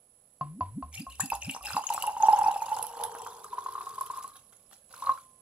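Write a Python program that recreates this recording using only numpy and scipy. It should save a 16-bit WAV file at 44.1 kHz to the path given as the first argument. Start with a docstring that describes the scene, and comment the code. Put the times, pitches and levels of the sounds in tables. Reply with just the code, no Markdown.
"""Wine is poured from a bottle into a stemmed glass on a wooden floor in a quiet room.
The bottle glugs six times, its plucked air gliding up in pitch, while wine spatters on the bare glass (noise).
A steady stream then plops and fizzes in the pool: swelling sines, resonated clicks and crowds of tiny blips.
It thins to a trickle of drips and ends in a last gurgle as the bottle is raised.
Under it lie room murmur and microphone hiss (coloured noise). Table levels are before the mix gains."""
import sys
import numpy as np
from scipy import signal
from scipy.fft import rfft, irfft, next_fast_len
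from scipy.io import wavfile
from scipy.ndimage import uniform_filter1d

SR = 44100
rng = np.random.default_rng(int(sys.argv[2]) if len(sys.argv) > 2 else 0)


def log_audio(samples):
    """Write samples as a 16-bit WAV file to the path given in sys.argv[1]."""
    # one column per channel
    frames = np.atleast_2d(samples).T
    # limit to full scale, then quantise
    limited = np.clip(frames, -1, 1)
    pcm = np.round(limited * 32767).astype(np.int16)
    wavfile.write(sys.argv[1], SR, pcm)


N = 238824
TIME = np.arange(N) / SR
AGE = np.arange(SR // 2) / SR  # time since an onset, s


# bottle glugs: [start_s, neck_clears_s, deepest_hz, opening_db, closing_swell_db]
GLUGS = [(.411, 0.603, 143.1, -37.5, -44), (.609, .79, 92, -37.5, -31.5),
         (0.821, 1.014, 73.4, -44.5, -35.5), (1.071, 1.245, 63.1, -51.5, -34.5),
         (1.325, 1.49, 61.55, -50, -33), (1.609, 1.757, 56.7, -55.5, -40.5)]
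GLUG_T60_S, SWELL_RISE_S, SWELL_FALL_S = 0.84, 0.017, 0.0065
SWELL_LEAD_S = 0.0063  # the swell peaks just before the neck clears
OPEN_NECK_HZ = 300  # pitch with no wine in the neck
CLEARING_POWER = 1.47  # how the plug of wine runs out
NECK_CLEARING_S, CLEARING_LAW = 0.1, 0.46  # the deeper the glug, the faster its plug runs out


def glugs(edge_s, hoot_db, hoot_hz, hoot_s, rough, rough_s):
    """Bottle air springs on a shrinking plug of wine: pitch climbs, swells, and the open neck hoots."""
    out, shake = np.zeros(N), wander(rough_s)
    for start_s, clear_s, deep_hz, opening_db, swell_db in GLUGS:
        to_go_s = clear_s - start_s - AGE
        clearing_s = NECK_CLEARING_S * (deep_hz / OPEN_NECK_HZ) ** CLEARING_LAW
        plug = 1 - np.exp(-(np.maximum(to_go_s, 0) / clearing_s) ** CLEARING_POWER)
        # the moving mass, hence 1 / pitch squared, shrinks with the plug
        pitch_hz = (plug / deep_hz ** 2 + (1 - plug) / OPEN_NECK_HZ ** 2) ** -.5

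        before_s = np.maximum(to_go_s - SWELL_LEAD_S, 0)
        after_s = np.maximum(SWELL_LEAD_S - to_go_s, 0)
        roughness = 1 + rough * shake[int(start_s * SR):][:len(AGE)]
        opening = from_db(opening_db - 60 * AGE / GLUG_T60_S) * roughness
        level = opening + from_db(swell_db) * np.exp(-before_s / SWELL_RISE_S)
        gate = np.minimum(AGE / edge_s, 1) * np.exp(-after_s / SWELL_FALL_S)
        add(out, start_s, gate * level * gliding_sine(pitch_hz))

        hoot = swell(AGE, hoot_s) * np.sin(2 * np.pi * hoot_hz * AGE)
        add(out, clear_s, from_db(swell_db + hoot_db) * hoot)
    return out


# air bubbles breaking into the bottle: [start_s, level_db, pitch_hz, t60_s]
GULPS = [(0.41, -22, 1076, 0.086), (0.6079, -19.5, 1028, 0.1), (0.825, -28.5, 1071, 0.074),
         (1.066, -33.5, 1095, 0.099), (1.609, -38.5, 1170, 0.065)]
# modes the bottle rings with: [pitch_hz, level_db, t60_s]
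BOTTLE_MODES = [(735, -6, 0.032), (1020, -33, 0.17), (1214, -36, .09), (2760, -28.5, 0.027),
                (4565, -24.5, 0.018)]
# wine falling back leaves the bottle ringing: [start_s, level_db, pitch_hz, t60_s]
LAST_SLOSH = (5.095, -48, 1044, .8)


def bottle(sag, modes_db, attack_s):
    """Each swallowed bubble rings, sinking in pitch as it grows, and wakes the bottle's modes."""
    out, onset = np.zeros(N), 1 - np.exp(-AGE / attack_s)
    modes = sum(from_db(level_db) * bubble(pitch_hz, t60_s) for pitch_hz, level_db, t60_s in BOTTLE_MODES)
    body = from_db(modes_db) * modes
    for start_s, level_db, pitch_hz, t60_s in GULPS:
        gulp = bubble(pitch_hz, t60_s, glide=-sag, glide_s=0.065)
        add(out, start_s, from_db(level_db) * onset * (gulp + body))
    start_s, level_db, pitch_hz, t60_s = LAST_SLOSH
    add(out, start_s, from_db(level_db) * onset * bubble(pitch_hz, t60_s))
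    return out


def neck_wash(wash_db, t60_s, low_hz, high_hz):
    """Wine washes over the neck as each bubble breaks in: decaying band noise."""
    out, band = np.zeros(N), signal.butter(2, [low_hz, high_hz], "band", fs=SR, output="sos")
    for start_s, level_db, *_ in GULPS:
        noise = signal.sosfilt(band, rng.standard_normal(len(AGE)))
        add(out, start_s, from_db(level_db + wash_db - 60 * AGE / t60_s) * noise)
    return out


# largest bubbles pinched off under the stream: [start_s, level_db, pitch_hz, swell_rise_s]
PLOPS = [(1.197, -22.5, 1010, 0.0015), (1.3195, -17, 896, 0.003), (1.3305, -19.5, 939, 0.0015),
         (1.5479, -31, 879, 0.0014), (1.5635, -28, 970, 0.0016), (1.7046, -34, 1190, 0.00065),
         (1.7123, -32, 1080, 0.00095), (1.7457, -28.5, 1070, .0015), (1.7664, -14, 985, 0.0017),
         (1.7756, -20, 842, 0.0044), (1.7932, -27, 958, 0.0013), (1.8384, -30, 1055, 0.0015),
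         (1.9021, -17, 915, 0.0042), (1.9474, -27, 876, 0.0021), (1.978, -20.5, 1120, 0.0013),
         (2.039, -19, 972, .0026), (2.0745, -19, 858, 0.0058), (2.0936, -22, 894, 0.0023),
         (2.1658, -21, 925, 0.004), (2.2024, -20, 880, 0.0056), (2.2321, -10, 858, 0.005),
         (2.284, -6, 864, 0.0039), (2.3279, -9.5, 840, 0.007), (2.3867, -16.5, 890, 0.0044),
         (2.408, -20, 846, .006), (2.4381, -15, 905, 0.0043), (2.4611, -14, 870, 0.0044),
         (2.4817, -13.5, 833, 0.0038), (2.56, -18, 847, 0.0029), (2.6188, -20.5, 894, .0049),
         (2.7153, -19, 885, 0.0077), (2.7927, -26, 880, 0.0021), (2.999, -31.5, 880, 0.0022),
         (3.1503, -27.5, 939, 0.00047), (3.2648, -28.5, 1130, 0.00096), (3.4436, -34, 1200, 0.0025),
         (3.527, -26.5, 994, 0.0075), (3.5812, -21, 1028, 0.0035), (3.6609, -21, 1052, 0.0029),
         (3.684, -26.5, 1040, 0.0036), (3.7523, -25.5, 1120, .0027), (3.7786, -27, 1062, 0.0034),
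         (3.8071, -27.5, 1074, 0.0028), (3.8683, -30.5, 1093, 0.0037), (3.9806, -28.5, 1054, 0.0047),
         (4.0094, -21.5, 1054, 0.0042), (4.1, -24.5, 1020, .0036), (4.1347, -32, 1090, 0.0045),
         (4.1716, -30, 1071, 0.0045), (4.181, -30, 1040, 0.0058), (4.2413, -30.5, 1087, 0.0049),
         (5.0218, -24.5, 1027, .0039), (5.0368, -27, 1100, 0.0032), (5.0692, -18, 1110, 0.0037),
         (5.0926, -9.5, 1089, 0.0033), (5.1066, -21.5, 1081, 0.0055)]
# resonances as the glass fills: [time_s, gurgle_hz, deep_gurgle_hz, patter_hz]
FILL = [(.9, 780, 606, 2670), (1.8, 839, 569, 2744), (2.4, 870, 569, 2865), (3.05, 902, 476, 2950),
        (3.6, 1067, 410, 3820), (4.3, 1113, 423, 3657), (4.9, 1027, 536, 2634), (5.3, 1070, 517, 2754)]


def plops(snap_db, snap_s, ring_db, ring_t60_s, damping_db_per_s):
    """Large bubbles swell and die in a few cycles; pinch-off snaps, glass air rings, less as it fills."""
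    out = np.zeros(N)
    fill_s, gurgle_hz = np.transpose(FILL)[:2]
    for start_s, level_db, pitch_hz, rise_s in PLOPS:
        shape = swell(AGE, rise_s) + from_db(snap_db) * swell(AGE, snap_s)
        plop = shape * np.sin(2 * np.pi * pitch_hz * AGE)
        air = bubble(np.interp(start_s, fill_s, gurgle_hz), ring_t60_s) * (1 - np.exp(-AGE / 0.011))
        air_db = ring_db - damping_db_per_s * (start_s - PLOPS[0][0])
        add(out, start_s, from_db(level_db) * (plop + from_db(air_db) * air))
    return out


# drops landing in the pool: [start_s, level_db]
DRIPS = [(4.353, -46.5), (4.523, -54), (4.709, -53.5), (4.724, -49), (4.906, -50.5), (4.938, -46),
         (5.002, -52)]
# wet smack of a drop or bubble on the surface: [freq_hz, gain_db]
SMACK = [(50, 0.5), (120, -0.5), (280, -6), (450, 0), (650, 7.5), (1400, 6.5), (2100, -7), (3800, -5.5),
         (6000, -14.5), (12000, -21)]


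def smacks(follow, plop_db, rise_s):
    """Every drip and plop tears the surface in a noise burst; bigger plops smack a little harder."""
    out = np.zeros(N)
    plop_smacks = [(start_s, plop_db + follow * level_db) for start_s, level_db, *_ in PLOPS]
    for start_s, level_db in list(DRIPS) + plop_smacks:
        add(out, start_s, from_db(level_db) * swell(AGE, rise_s) * rng.standard_normal(len(AGE)))
    return coloured(out, SMACK)


# separate gushes during the glugs: [start_s, length_s, gurgle_db, deep_gurgle_db, spray_db]
GUSHES = [(0.917, 0.078, -63, -71, -51), (1.085, 0.051, -86, -80, -57), (1.183, 0.053, -46, -68, -52),
          (1.302, 0.041, -45, -54, -56), (1.406, .13, -55.5, -60, -52.5), (1.62, .15, -43, -55.5, -47)]
GUSH_ATTACK_S, GUSH_T60_S = .022, .22
# unbroken stream, thinning to a trickle: [time_s, gurgle_db, deep_gurgle_db, spray_db]
STREAM = [(1.82, -65, -76, -59), (1.92, -29, -57, -50), (2.0, -39, -55, -51), (2.08, -33.5, -44.5, -57),
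          (2.15, -36, -61, -59.5), (2.28, -25, -47.5, -51), (2.47, -25.5, -46, -52),
          (2.6, -35.5, -55, -54.5), (2.78, -29.5, -46, -52.5), (2.92, -42, -54, -60), (3.03, -29, -42, -53),
          (3.12, -41, -47, -60), (3.25, -35.5, -48.5, -55), (3.4, -48.5, -54.5, -63), (3.8, -40, -54, -57),
          (4.24, -41.5, -61.5, -58), (4.46, -70.5, -88, -76.5), (4.87, -84.5, -94.5, -80)]
# last gurgle as the bottle is raised: [time_s, gurgle_db, deep_gurgle_db, spray_db]
LAST_GURGLE = [(4.89, -72.5, -88, -70), (4.94, -57, -56, -63), (5.0, -45.5, -67, -58),
               (5.089, -27.5, -46, -56), (5.199, -68, -74, -63), (5.32, -86, -84, -79)]
DRIP_SPRAY_DB, DRIP_T60_S = -9.5, .16  # each drop throws up a little spray


def flow():
    """Strength of gurgle, deep gurgle and spray: gushes, drips, the stream and the last gurgle."""
    out = np.zeros((3, N))
    for start_s, length_s, *levels_db in GUSHES:
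        release = from_db(-60 * np.maximum(AGE - length_s, 0) / GUSH_T60_S)
        shape = np.minimum(AGE / GUSH_ATTACK_S, 1) * release
        add(out, start_s, from_db(levels_db)[:, None] * shape)
    for start_s, level_db in DRIPS:
        add(out[2], start_s, from_db(level_db + DRIP_SPRAY_DB - 60 * AGE / DRIP_T60_S))
    for rows in (STREAM, LAST_GURGLE):
        out += from_db(in_time(rows)) * (TIME > rows[0][0]) * (TIME < rows[-1][0])
    return out


def gurgle(centre_hz, width_hz, per_s, spread_db):
    """A crowd of lesser bubbles (clicks) sounds through one doubled resonance of the filling glass."""
    once = resonance(impacts(per_s, spread_db), centre_hz, width_hz)
    return evened(resonance(once, centre_hz, width_hz), span_s=0.055)


# clearest small ringing bubbles: [start_s, level_db, pitch_hz, t60_s, left_minus_right_db]
PINGS = [(.975, -36.5, 2724, 0.062, 11), (1.201, -22.5, 7140, 0.046, 17), (1.203, -28, 7660, 0.054, 13),
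         (1.3012, -21.5, 2585, 0.024, 0), (1.4235, -25.5, 2735, 0.022, 1), (1.496, -20, 2770, .023, 0),
         (1.655, -25.5, 2720, 0.024, 2), (1.673, -32.5, 1600, 0.015, -6), (1.684, -27, 1490, 0.024, 1),
         (1.705, -33, 1500, .03, -1), (1.734, -31, 1340, 0.026, 1), (1.8683, -23.5, 6660, 0.024, 10.5),
         (1.891, -24, 2770, 0.012, 0), (1.9444, -21, 7890, 0.015, 8.5), (2.0227, -23.5, 2880, 0.027, -0.5),
         (2.0716, -25, 2780, .023, 1), (2.2243, -26.5, 6520, 0.021, 9.5), (3.037, -28.5, 3460, 0.012, 2),
         (4.938, -36.5, 1390, 0.032, 0), (5.022, -43, 3720, 0.032, 2), (5.061, -35.5, 4076, 0.025, 3),
         (5.118, -39, 3980, .025, 1.5), (5.176, -39, 1345, 0.025, -1)]
# bubble racing to the surface: [start_s, level_db, first_hz, last_hz, swell_rise_s]
CHIRP = (1.201, -31, 1150, 1950, .006)


def pings(rise, rough, attack_s):
    """Small bubbles ring, shaken by the moving wine, and rise in pitch near the surface."""
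    out = np.zeros((2, N))
    for start_s, level_db, pitch_hz, t60_s, pan_db in PINGS:
        shake = rms_one(uniform_filter1d(rng.standard_normal(len(AGE)), size=70))
        onset = 1 - np.exp(-AGE / attack_s)
        ring = bubble(pitch_hz, t60_s, glide=rise) * (1 + rough * shake) * onset
        add(out, start_s, panned(from_db(level_db) * ring, pan_db))
    start_s, level_db, first_hz, last_hz, rise_s = CHIRP
    pitch_hz = last_hz + (first_hz - last_hz) * np.exp(-AGE / rise_s)
    add(out, start_s, from_db(level_db) * swell(AGE, rise_s) * gliding_sine(pitch_hz))
    return out


def lesser_pings(strength, per_s, low_hz, high_hz, cycles, spread_db, scatter_db, rise, size=2600):
    """A crowd of fainter bubbles rings at random, each with its own pitch and place."""
    out, age_s = np.zeros((2, N + size)), np.arange(size) / SR
    for when, pitch, weakness, place in rng.random((int(per_s * N / SR), 4)):
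        i, pitch_hz = int(when * N), low_hz * (high_hz / low_hz) ** pitch
        turns = pitch_hz * age_s
        shape = np.minimum(turns / 2, 1) * from_db(-60 * turns / cycles)
        ring = np.sin(2 * np.pi * turns * (1 + rise * turns / cycles)) * shape
        level = strength[i] * from_db(-spread_db * weakness)
        out[:, i:i + size] += panned(level * ring, scatter_db * (2 * place - 1))
    return out[:, :N]


def droplets(level_db, per_s, spread_db, cycles, scatter_db, mist_db, ticks_db, clump_db, clump_s, size=600):
    """Tiny bubbles of random pitch and place burst in clumps; dry ticks and fine mist lie under them."""
    out, age_s = np.zeros((2, N + size)), np.arange(size) / SR
    # fewer burst where the spray is weak
    chance = per_s * from_db(.25 * (level_db - level_db.max())) / SR
    born = np.flatnonzero(rng.random(N) < chance)
    for i, (pitch, strength, length, place) in zip(born, rng.random((len(born), 4))):
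        pitch_hz = 1500 * 10 ** pitch ** .7
        rise_s = min(cycles * 3 ** length / pitch_hz, .002)
        blip = swell(age_s, rise_s) * np.sin(2 * np.pi * pitch_hz * age_s)
        level = from_db(-spread_db * np.log(strength + 0.061))
        out[:, i:i + size] += panned(level * blip, scatter_db * (2 * place - 1))
    ticks = from_db(ticks_db) * rms_one(impacts(per_s=430, spread_db=-0.5))
    mist = from_db(mist_db) * rng.standard_normal((2, N))
    crackle = evened(out[:, :N], span_s=0.3) + ticks + mist
    return evened(crackle * from_db(clump_db * wander(clump_s)), span_s=0.056)


# biggest drops slapping the glass: [start_s, level_db]
SPITS = [(1.205, -27.5), (1.258, -36.5), (1.301, -35), (1.351, -35), (1.5105, -36.5), (1.628, -46),
         (1.7125, -42.5), (1.901, -35.5), (1.9375, -29.5), (2.0233, -29), (2.0667, -35), (2.3875, -38.5),
         (2.7653, -38.5), (2.867, -38.5), (2.826, -31.5), (3.037, -32), (3.4426, -42.5), (4.0093, -37),
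         (4.062, -45.5), (4.116, -48.5), (4.173, -44), (4.236, -44), (4.277, -49)]
SPIT_T60_S = 0.018


def spits(tail_db, apart, plain_db):
    """A drop slaps the glass: a sharp noise crack with a colour of its own, and a brief scatter."""
    out = np.zeros((2, N))
    shape = from_db(-60 * AGE / SPIT_T60_S) + from_db(tail_db) * from_db(-60 * AGE / 0.16)
    for start_s, level_db in SPITS:
        noise = rng.standard_normal(len(AGE)) + apart * rng.standard_normal((2, len(AGE)))
        centre_hz = rng.uniform(7000, 13000)
        band = signal.butter(1, [centre_hz - 1200, centre_hz + 1200], "band", fs=SR, output="sos")
        crack = rms_one(signal.sosfilt(band, noise)) + from_db(plain_db) * noise
        add(out, start_s, from_db(level_db) * crack * shape)
    return out


# spray as each microphone hears it: [freq_hz, gain_db]
SPRAY_LEFT = [(400, -50), (1400, -12.5), (2050, -7), (3500, -2), (4500, -1), (6000, -0.5), (8000, 9.5),
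              (9100, -7), (10500, -4.5), (13000, -6.5), (15500, -10)]
SPRAY_RIGHT = [(400, -8.5), (1400, -2), (2050, -9.5), (3900, -1), (5500, -2.5), (6600, 0), (8200, -7),
               (9050, -21), (10000, 6), (10850, 14), (11600, 5.5), (13000, 0), (15500, -9.5)]


def spray_at_microphones(spray):
    """Each microphone hears the spray through its own spectrum."""
    return np.array([coloured(spray[0], SPRAY_LEFT), coloured(spray[1], SPRAY_RIGHT)])


# stream drumming on the glass and the boards under it: [freq_hz, gain_db]
DRUMMING = [(30, -7), (70, 1), (130, -1), (260, -3), (400, -12.5), (900, -27)]


def drumming(gurgling):
    """The stream drums on glass and boards: low noise that follows the gurgle, with less contrast."""
    return gurgling ** 0.62 * coloured(rng.standard_normal(N), DRUMMING)


ROOM_T60_S = 0.2


def room(x, wet_db, apart):
    """A short diffuse tail of decaying noise, partly shared by the two microphones."""
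    noise = rng.standard_normal(len(AGE)) + apart * rng.standard_normal((2, len(AGE)))
    tail = noise * from_db(-60 * AGE / ROOM_T60_S) * (1 - np.exp(-AGE / 0.0016))
    tail /= np.sqrt(np.sum(tail ** 2, axis=1, keepdims=True))
    return x + from_db(wet_db) * signal.fftconvolve(x, tail, axes=1)[:, :N]


# room murmur and microphone hiss: [freq_hz, density_db_per_hz]
FLOOR_LEFT = [(25, -104), (60, -100), (200, -100), (370, -107), (550, -100), (900, -109), (1600, -117),
              (6500, -119), (7800, -114), (9000, -125), (10700, -116), (12000, -121), (15500, -130)]
FLOOR_RIGHT = [(25, -104), (60, -100), (200, -100), (370, -107), (550, -100), (900, -109), (1600, -117),
               (6000, -117), (7800, -107), (9000, -126), (10000, -101), (10650, -86), (11600, -109),
               (15500, -130)]
# thin line in the right hiss: [pitch_hz, level_db]
HISS_WHISTLE = (7800, -76)


def floor():
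    """Room murmur common to both microphones, and each one's own hiss."""
    shared, *own = rng.standard_normal((3, N))
    low, high = (signal.butter(2, 1500, kind, fs=SR, output="sos") for kind in ("low", "high"))
    murmur = signal.sosfilt(low, shared)
    left, right = np.sqrt(SR / 2) * (murmur + signal.sosfilt(high, own))  # unit density per Hz
    whistle_hz, whistle_db = HISS_WHISTLE
    whistle = from_db(whistle_db) * rms_one(resonance(own[1], np.full(N, whistle_hz), width_hz=26.4))
    return np.array([coloured(left, FLOOR_LEFT), coloured(right, FLOOR_RIGHT) + whistle])


def from_db(db):
    """Decibels to amplitude."""
    return 10 ** (np.asarray(db) / 20)


def rms_one(x):
    """Scale to RMS 1."""
    return x / np.sqrt(np.mean(x ** 2) + 1e-20)


def in_time(rows):
    """Each column of a curve, sample by sample."""
    time_s, *columns = np.transpose(rows)
    return [np.interp(TIME, time_s, column) for column in columns]


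def add(track, start_s, sound):
    """Lay a sound into a track at a time."""
    i = int(start_s * SR)
    track[..., i:i + len(AGE)] += sound[..., :N - i]


def panned(x, pan_db):
    """Stereo with left over right by pan_db."""
    return x * from_db(np.array([[.5], [-.5]]) * pan_db)


def gliding_sine(pitch_hz):
    """Sine whose phase sums a pitch curve."""
    return np.sin(2 * np.pi * np.cumsum(pitch_hz) / SR)


def bubble(pitch_hz, t60_s, glide=0., glide_s=0.043):
    """A dying sine whose pitch slides by a share of itself."""
    curve_hz = pitch_hz * (1 + glide * (1 - np.exp(-AGE / glide_s)))
    return gliding_sine(curve_hz) * from_db(-60 * AGE / max(t60_s, 1e-3))


def swell(age_s, rise_s):
    """A rounded rise to 1 and a fall that is nearly as quick."""
    u = age_s / max(rise_s, 1e-5)
    return (u * np.exp(1 - u)) ** 2


def wander(span_s):
    """A random swing of RMS 1, smoothed over a span."""
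    return rms_one(signal.fftconvolve(rng.standard_normal(N), swell(AGE, span_s))[:N])


def impacts(per_s, spread_db):
    """Random clicks of uneven size and either sign."""
    sizes = from_db(spread_db * np.minimum(rng.exponential(1, N), 4))
    return (rng.random(N) < per_s / SR) * sizes * rng.choice([-1, 1], N)


def evened(x, span_s):
    """Level near 1 over each short span; the grain inside it stays."""
    power = uniform_filter1d(np.mean(np.atleast_2d(x) ** 2, axis=0), int(span_s * SR))
    return x / np.sqrt(np.abs(power) + np.mean(x ** 2) / 100)


def resonance(x, centre_hz, width_hz, size=128):
    """A two-pole resonance whose centre follows a curve, block by block."""
    r, out, state = np.exp(-np.pi * width_hz / SR), np.zeros(N), np.zeros(2)
    for i in range(0, N, size):
        a = [1, -2 * r * np.cos(2 * np.pi * centre_hz[i] / SR), r * r]
        out[i:i + size], state = signal.lfilter([1 - r, 0, r - 1], a, x[i:i + size] + 1e-18, zi=state)
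    return out


def coloured(x, spectrum):
    """Causal (minimum-phase) filter with the given spectrum, by folding the cepstrum."""
    size = next_fast_len(N + SR // 2)
    freq_hz, gain_db = np.transpose(spectrum)
    grid_hz = np.arange(size // 2 + 1) * SR / size
    grid_db = np.interp(np.log(grid_hz + 1), np.log(freq_hz), gain_db)
    cepstrum = irfft(np.log(from_db(grid_db)), size)
    cepstrum[1:size // 2] *= 2
    cepstrum[size // 2 + 1:] = 0
    return irfft(rfft(x, size) * np.exp(rfft(cepstrum)), size)[:N]


# stream wandering across the glass: [time_s, pool_left_minus_right_db, spray_left_minus_right_db]
PLACE = [(1.2, -0.5, -2), (1.9, -0.5, 1), (2.4, -1, 0.5), (3.1, -1.5, -4.5), (3.8, 2.5, -4), (5.1, 0.9, -3)]
# patter on the bare glass, fading as the pool deepens: [time_s, gain_re_spray_db]
PATTER = [(.95, 0.5), (1.3, 6.5), (1.8, 0), (2.5, 0), (3.4, -6), (5.1, -16)]
# background coming up at first: [time_s, gain_db]
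FLOOR_RISE = [(.3, 0), (.7, 3)]


def scene():
    """Bottle, pool and spray, each with its room tail, over the background."""
    gurgling, deep_gurgling, spraying = flow()
    spray_db = 20 * np.log10(spraying + 1e-6)
    gurgle_hz, deep_hz, patter_hz = in_time(FILL)
    pool_pan_db, spray_pan_db = in_time(PLACE)
    (patter_db,), (floor_db,) = in_time(PATTER), in_time(FLOOR_RISE)

    neck = from_db(2) * glugs(edge_s=0.0013, hoot_db=-9.5, hoot_hz=257, hoot_s=0.012,
                              rough=0.22, rough_s=0.0018)
    neck += bottle(sag=0.107, modes_db=2.0, attack_s=0.0012)
    neck += neck_wash(wash_db=-33, t60_s=0.4, low_hz=280, high_hz=3500)

    pool = from_db(-1.7) * plops(snap_db=-10.5, snap_s=0.00078, ring_db=-13.5, ring_t60_s=0.14,
                                 damping_db_per_s=14)
    pool += from_db(-6) * gurgling * gurgle(gurgle_hz, width_hz=154, per_s=250, spread_db=3.0)
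    pool += smacks(follow=0.42, plop_db=-33.0, rise_s=0.0044)
    deep = from_db(-6) * deep_gurgling * gurgle(deep_hz, width_hz=82, per_s=150, spread_db=4.0)
    churn = from_db(12) * lesser_pings(deep_gurgling, per_s=170, low_hz=610, high_hz=1600, cycles=15,
                                       spread_db=10, scatter_db=13, rise=0.067)
    lows = panned(pool, pool_pan_db) + panned(deep, 3.4) + churn + from_db(-24) * drumming(gurgling)

    unsteady_hz = patter_hz * (1 + 0.061 * wander(span_s=.012))
    patter = gurgle(unsteady_hz, width_hz=234, per_s=260, spread_db=3.5)
    patter *= from_db(patter_db - 1.5) * spraying
    fizz = droplets(spray_db, per_s=2400, spread_db=5.5, cycles=3.6, scatter_db=19.5, mist_db=-9,
                    ticks_db=-1, clump_db=5.0, clump_s=0.0036)
    spray = from_db(3.0) * spraying * fizz
    spray += from_db(-1.0) * spits(tail_db=-29.0, apart=1.0, plain_db=-2.5)
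    splash = spray_at_microphones(panned(spray, spray_pan_db))
    splash += panned(patter, 1.6) + pings(rise=0.054, rough=0.39, attack_s=0.00051)
    splash += from_db(8.5) * lesser_pings(spraying, per_s=180, low_hz=3290, high_hz=4500, cycles=20,
                                          spread_db=17.5, scatter_db=6, rise=.02)
    high_pings = lesser_pings(spraying * from_db(patter_db), per_s=78, low_hz=4800, high_hz=8400,
                              cycles=120, spread_db=17, scatter_db=9, rise=.01)
    splash += panned(from_db(18) * high_pings, 4)

    wet = room(panned(neck, 0.35), wet_db=-8.5, apart=0.49)
    wet += room(lows, wet_db=-6.5, apart=0.93)
    wet += room(splash, wet_db=-8, apart=6.0)
    return wet + from_db(floor_db) * floor()


CUTOFF_HZ = 15700


def record(dry):
    """The left microphone lies a little farther away; the deepest bass and the top are cut."""
    delayed_left = np.concatenate([np.zeros(3), dry[0, :-3]])
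    spaced = np.array([delayed_left, dry[1]])
    thinned = signal.sosfilt(signal.butter(1, 30, "high", fs=SR, output="sos"), spaced)
    return signal.sosfilt(signal.ellip(10, .1, 80, CUTOFF_HZ, fs=SR, output="sos"), thinned)


dry = scene()
out = record(dry)
log_audio(out)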